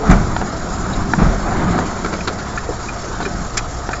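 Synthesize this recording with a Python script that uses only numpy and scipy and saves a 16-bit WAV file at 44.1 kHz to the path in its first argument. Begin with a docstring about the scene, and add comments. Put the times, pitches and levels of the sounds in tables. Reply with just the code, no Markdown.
"""Inside a vehicle on a highway. Tyre roar, body rumble and cabin drone swell on rough asphalt.
At once a bump shakes the cabin and overloads the microphone; a second follows at 1.2 s.
Loose trim knocks, bonks, snaps and squeaks along the way, and from 2 s it also rattles.
At 2.2 s the turn indicator starts ticking. A faint hum and microphone hiss last to the end."""
import sys
import numpy as np
from scipy import signal
from scipy.fft import rfft, irfft
from scipy.io import wavfile
from scipy.ndimage import uniform_filter1d

SR = 44100
rng = np.random.default_rng(int(sys.argv[2]) if len(sys.argv) > 2 else 0)


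def log_audio(samples):
    """Write samples as a 16-bit WAV file to the path given in sys.argv[1]."""
    # one column per channel
    frames = np.atleast_2d(samples).T
    # limit to full scale, then quantise
    limited = np.clip(frames, -1, 1)
    pcm = np.round(limited * 32767).astype(np.int16)
    wavfile.write(sys.argv[1], SR, pcm)


N = 176400


def amp(db):
    """Amplitude ratio of a level."""
    return 10 ** (np.asarray(db) / 20)

def unit(x):
    """Normalisation to rms 1."""
    return x / np.sqrt(np.mean(x ** 2) + 1e-20)

def add(mix, onset, sound):
    """Superposition of a sound at onset/s."""
    part = mix[max(round(onset * SR), 0):][:len(sound)]
    part += sound[:len(part)]

def colour(x, spectrum):
    """Spectral shaping, to rms 1."""
    hz, db = np.transpose(spectrum)
    f = np.fft.rfftfreq(len(x), 1 / SR)
    gain = amp(np.interp(np.log(f + 1), np.log(hz), db))
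    return unit(irfft(rfft(x) * gain, len(x)))

def drift(hz):
    """Low-pass random fluctuation, rms 1."""
    f = np.fft.rfftfreq(N, 1 / SR)
    return unit(irfft(rfft(rng.standard_normal(N)) * (f > 0) / (1 + (f / hz) ** 4), N))

def patchy_noise(depth_db=2):
    """Noise modulated at random in time and frequency."""
    z = signal.stft(rng.standard_normal(N), nperseg=1024, noverlap=768)[2]
    patches = uniform_filter1d(rng.standard_normal(z.shape), size=7, axis=0)
    patches = unit(uniform_filter1d(patches, size=10, axis=1))
    return signal.istft(z * amp(depth_db * patches), noverlap=768)[1][:N]

def ring(modes, rise):
    """Free vibration: damped modes build up over the contact time, rise/s."""
    t = np.arange(SR // 2) / SR
    partials = ((-1) ** k * amp(db - 60 * t / t60) * np.sin(2 * np.pi * hz * t)
                for k, (hz, db, t60) in enumerate(modes))
    return np.minimum(t / rise, 1) * sum(partials)

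def burst(x, db, rise, hold, decay):
    """Transient envelope: linear rise/s, hold/s, exponential decay/(dB/s)."""
    t = np.arange(len(x)) / SR
    return x * np.minimum(t / rise, 1) * amp(db - decay * np.maximum(t - rise - hold, 0))

def contacts(per_second=2500):
    """Shot noise of chattering parts."""
    return rng.standard_normal(SR // 2) * (rng.random(SR // 2) < per_second / SR)

# Road excitation: t/s, rumble level/dB, drone level/dB, roar level/dB
SURFACE = [(0, -29, -31, -27), (.07, -20, -25, -23), (.24, -19.5, -25.5, -26.5), (.46, -24.5, -25.5, -26),
           (.6, -25.5, -30.5, -28.5), (.85, -26, -28.5, -26), (.97, -20, -24.5, -24),
           (1.12, -23.5, -23, -27.5), (1.42, -28, -29, -26), (1.529, -19.5, -20.5, -22),
           (1.78, -20, -19.5, -20.5), (1.859, -25.5, -24.5, -25), (2.0, -27, -27.5, -27.5),
           (2.551, -28, -36, -28.5), (3.049, -29, -35, -29), (3.4, -23.5, -31, -28.5),
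           (3.52, -27.5, -49, -29.5), (4, -28, -37.5, -29.5)]
# Spectra of body rumble and tyre roar: f/Hz, relative level/dB
RUMBLE = [(10, -4), (30, 1.5), (48, -1.5), (64, -3.5), (85, -5), (125, -3.5), (190, -12.5), (270, -22),
          (500, -39), (1500, -73)]
ROAR = [(120, -34), (250, -2.5), (360, -0.5), (480, -2), (600, -3), (710, 0.5), (860, -3.5), (1030, -3),
        (1260, -1), (1500, -4.5), (1850, -11), (2250, -16), (2700, -24.5), (4000, -23), (7500, -47)]
# Cabin air resonances: f/Hz, bandwidth/Hz, relative level/dB
AIR_MODES = [(173.7, 13, 0.5), (205.9, 16, 2.5), (253.3, 31, -7), (314, 15, -8.5), (353.2, 22, -10),
             (391.2, 13.3, -7)]
def road():
    """Forced vibration: the rough surface drives body, cabin air and tyres."""
    times, *levels = np.transpose(SURFACE)
    rumble_gain, drone_gain, roar_gain = (amp(np.interp(np.arange(N) / SR, times, db)) for db in levels)
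    f = np.fft.rfftfreq(N, 1 / SR)
    response = sum(amp(db) / (1 + (2 * (f - hz) / width) ** 2) for hz, width, db in AIR_MODES)
    rumble = colour(rng.standard_normal(N), RUMBLE)
    drone = unit(irfft(rfft(rng.standard_normal(N)) * response, N))
    roar = amp(drift(hz=25)) * colour(patchy_noise(), ROAR)  # flutters by 1 dB rms
    return rumble_gain * rumble + drone_gain * drone + roar_gain * roar

# Shudders: t/s, level/dB, rise/s, hold/s, decay/(dB/s)
BUMPS = [(0.094, -8, 0.0051, 0.019, 176), (1.179, -14.5, 0.0091, 0.054, 105.5)]
# Their spectrum: f/Hz, relative level/dB
SHUDDER = [(10, -12), (35, -6.5), (75, -3), (110, -6), (170, -8.5), (205, -3.5), (270, -12), (350, -11.5),
           (480, -17), (700, -12), (1000, -20.5), (1250, -13), (1700, -25), (2300, -28.5), (2800, -38.5),
           (7500, -43)]
# Wheel thumps and suspension jolts: t/s, level/dB
THUMPS = [(0.0893, -1), (0.1263, -8.5), (0.205, -11), (1.1772, -8), (1.211, -10), (1.2563, -8.5),
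          (1.283, -16), (3.387, -26.5), (3.41, -21)]
JOLTS = [(.0995, -1.5), (1.228, -8), (1.279, -14), (1.331, -21)]
# Cabin and body modes: f/Hz, relative level/dB, T60/s
BOOM = [(70, -9, 0.16), (135, -7, 0.075), (171, 3, 0.1), (215.6, -2, 0.081)]
BODY = [(39.3, -0.5, 0.34), (76.4, -10, .25)]
def bumps():
    """Shock excitation: the body shudders, thumps make the cabin boom, jolts make the body heave."""
    out = np.zeros(N)
    for t, *envelope in BUMPS:
        add(out, t, burst(colour(rng.standard_normal(SR), SHUDDER), *envelope))
    for t, db in THUMPS:
        add(out, t, amp(db) * ring(BOOM, rise=0.00082))
    for t, db in JOLTS:
        add(out, t, amp(db) * ring(BODY, rise=0.004))
    return out

# Trim impacts: t/s, ring level/dB, tick level/dB, tilt about 1 kHz/(dB/octave)
KNOCKS = [(.3635, -4.5, -18, -4.5), (.414, -12, -27, -9.5), (.4235, -13, -36, -10), (1.1352, 0, -18.5, 1),
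          (1.7875, -5, -22.5, -5), (2.2795, -17.5, -28, 2), (3.2025, -11.5, -31, -6.5),
          (3.8896, -9.5, -27, -7)]
# Trim modes: f/Hz, relative level/dB, T60/s
TRIM = [(357, -7, 0.011), (736, -9.5, 0.038), (920, -8, 0.034), (1406, 0, 0.016), (1745, -2.5, 0.014),
        (2360, -19, 0.016), (5370, -29.5, 0.021)]
# Contact tick spectrum: f/Hz, relative level/dB
CRACK = [(500, 4), (1800, 2.5), (2800, -2.5), (5000, -8), (7500, -27), (8000, -41)]
def knocks(rise=0.0017):
    """Impact excitation: loose trim ticks on contact and rings in its modes."""
    out = np.zeros(N)
    for t, ring_db, tick_db, tilt in KNOCKS:
        modes = [(hz, db + tilt * np.log2(hz / 1000), t60) for hz, db, t60 in TRIM]
        add(out, t, amp(ring_db) * ring(modes, rise))
        tick = colour(rng.standard_normal(SR // 2), CRACK)
        add(out, t, burst(tick, tick_db, rise, hold=rise, decay=4100))
    return out

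# Panel impacts: t/s, level/dB, f/Hz, T60/s
BONKS = [(.002, -17.5, 437, 0.38), (2.6885, -9.5, 472, 0.067), (2.704, -12, 406, 0.038),
         (3.227, -19, 245, 0.1), (3.2608, -16, 387, 0.078)]
# Panel modes: frequency ratio, relative level/dB
PANEL = [(.66, -11), (1, -1), (1.5, -15)]
def bonks():
    """Plate vibration: inharmonic modes make the panels sound hollow."""
    out = np.zeros(N)
    for t, db, hz, t60 in BONKS:
        modes = [(hz * ratio, mode_db, t60) for ratio, mode_db in PANEL]
        add(out, t, amp(db) * ring(modes, rise=0.0038))
    return out

# Rattles: t/s, time scale/s, body level/dB, chatter level/dB
RATTLES = [(2.044, 0.021, -19.5, -43), (2.121, 0.018, -20.5, -42), (2.272, 0.0068, -15, -27),
           (2.386, 0.012, -28.5, -38), (3.203, 0.025, -27, -40)]
# Spectra of plastic body and bright chatter: f/Hz, relative level/dB
PLASTIC = [(100, -16.5), (350, 5), (800, -15.5), (1400, 1.5), (1900, -13), (2250, -9), (2800, -24),
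           (7000, -24.5)]
CHATTER = [(1500, -21.5), (3300, -10.5), (4100, 0.5), (4700, -4.5), (5700, -14), (7400, -9.5),
           (8000, -41.5)]
def rattles():
    """Intermittent contact: dense collisions excite the resonances of loose plastic."""
    out = np.zeros(N)
    for t, span, body_db, chatter_db in RATTLES:
        clicks = contacts()
        sound = amp(body_db) * colour(clicks, PLASTIC) + amp(chatter_db) * colour(clicks, CHATTER)
        add(out, t, burst(sound, db=0, rise=span * 0.25, hold=span * 0.87, decay=780))
    return out

# Snaps: t/s, level/dB, hold/s
SNAPS = [(0.106, -23.5, 0.004), (3.5694, -14, 0.0052)]
# Their spectrum: f/Hz, relative level/dB
SNAP_SPECTRUM = [(600, -34), (1200, -4.5), (1620, 4), (1900, -6), (2230, -4), (2900, -8.5), (4300, -6.5),
                 (5200, -3), (6300, -5), (7400, 0.5), (8000, -30)]
def snaps():
    """Broadband transients: loose parts snap brightly."""
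    out = np.zeros(N)
    for t, db, hold in SNAPS:
        noise = colour(rng.standard_normal(SR // 2), SNAP_SPECTRUM)
        add(out, t, burst(noise, db, rise=0.005, hold=hold, decay=1200))
    return out

# Flasher strokes: t/s, tick level/dB, tock level/dB
STROKES = [(2.206, -23, -55), (2.5747, -26, -17.5), (2.885, -22.5, -62), (3.2514, -23, -19),
           (3.588, -22, -70), (3.931, -25, -19)]
# Flasher modes: f/Hz, relative level/dB, T60/s
TICK = [(2424, 4, 0.047), (2560, -12, 0.021)]
TOCK = [(1376, 9, 0.027), (1746, 3.5, 0.037), (1240, 0, 0.058)]
# Contact buzz spectrum: f/Hz, relative level/dB
BUZZ = [(900, -14), (1400, 10), (2400, -5), (3000, -11), (4800, -8.5), (7500, -15.5), (8000, -53)]
def indicator(rise=0.0029, bounce_s=0.006):
    """Impact and rebound: the flasher ticks and tocks in turn; its contact buzzes and bounces once."""
    out = np.zeros(N)
    for t, tick_db, tock_db in STROKES:
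        click = amp(tick_db) * ring(TICK, rise) + amp(tock_db) * ring(TOCK, rise)
        add(out, t, click)
        add(out, t + bounce_s * rng.uniform(0.716, 1.3), amp(-8) * click)
        buzz = colour(contacts(), BUZZ)
        add(out, t, burst(buzz, max(tick_db, tock_db) - 7, rise, hold=bounce_s, decay=1100))
    return out

# Squeaks: t/s, duration/s, level/dB
SQUEAKS = [(0.919, 0.038, -37), (3.208, 0.073, -44)]
def squeaks(pitch_hz=3900, jitter_hz=220):
    """Friction-induced oscillation: plastic rubs on plastic in an unsteady whistle."""
    out = np.zeros(N)
    for t, duration, db in SQUEAKS:
        hz = pitch_hz + jitter_hz * drift(hz=600)[:round(duration * SR)]
        whistle = np.sin(2 * np.pi * np.cumsum(hz) / SR)
        add(out, t, amp(db) * unit(np.hanning(len(hz)) * whistle))
    return out

# Engine and tyre tones: f/Hz, relative level/dB
HUM = [(59.2, -35.5), (705.2, -42.5), (990.5, -54), (1287, -44)]
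def hum(wander_hz=2.38, gain_db=0.5):
    """Periodic excitation: engine and tyres give tones that waver in frequency."""
    out = np.zeros(N)
    for hz, db in HUM:
        phase = 2 * np.pi * np.cumsum(hz + wander_hz * drift(hz=10.9)) / SR
        out += amp(db + gain_db) * unit(np.sin(phase))
    return out

def scene():
    """Linear superposition of the sources in the cabin, in mono."""
    return (road() + hum() + bumps() + knocks() + bonks() + rattles() + snaps()
            + indicator() + squeaks())[None]

# Microphone hiss spectrum: f/Hz, relative level/dB
HISS = [(1000, -9.5), (3000, -8), (4200, -2.5), (5400, 1), (6200, -2.5), (6750, 4.5), (7500, 2.5),
        (8000, -53.5)]
def record(dry, hiss_db=-37.5, waver_db=1.5, cutoff_hz=7600):
    """Self-noise, saturation and band limiting: the microphone hisses, clips and loses high treble."""
    hiss = amp(hiss_db + waver_db * drift(hz=40)) * colour(patchy_noise(), HISS)
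    lowpass = signal.firwin(801, cutoff_hz, window=("kaiser", 8), fs=SR)
    return signal.oaconvolve(np.clip(dry + hiss, -1, 1), lowpass[None], "same")

dry = scene()
out = record(dry)
log_audio(out)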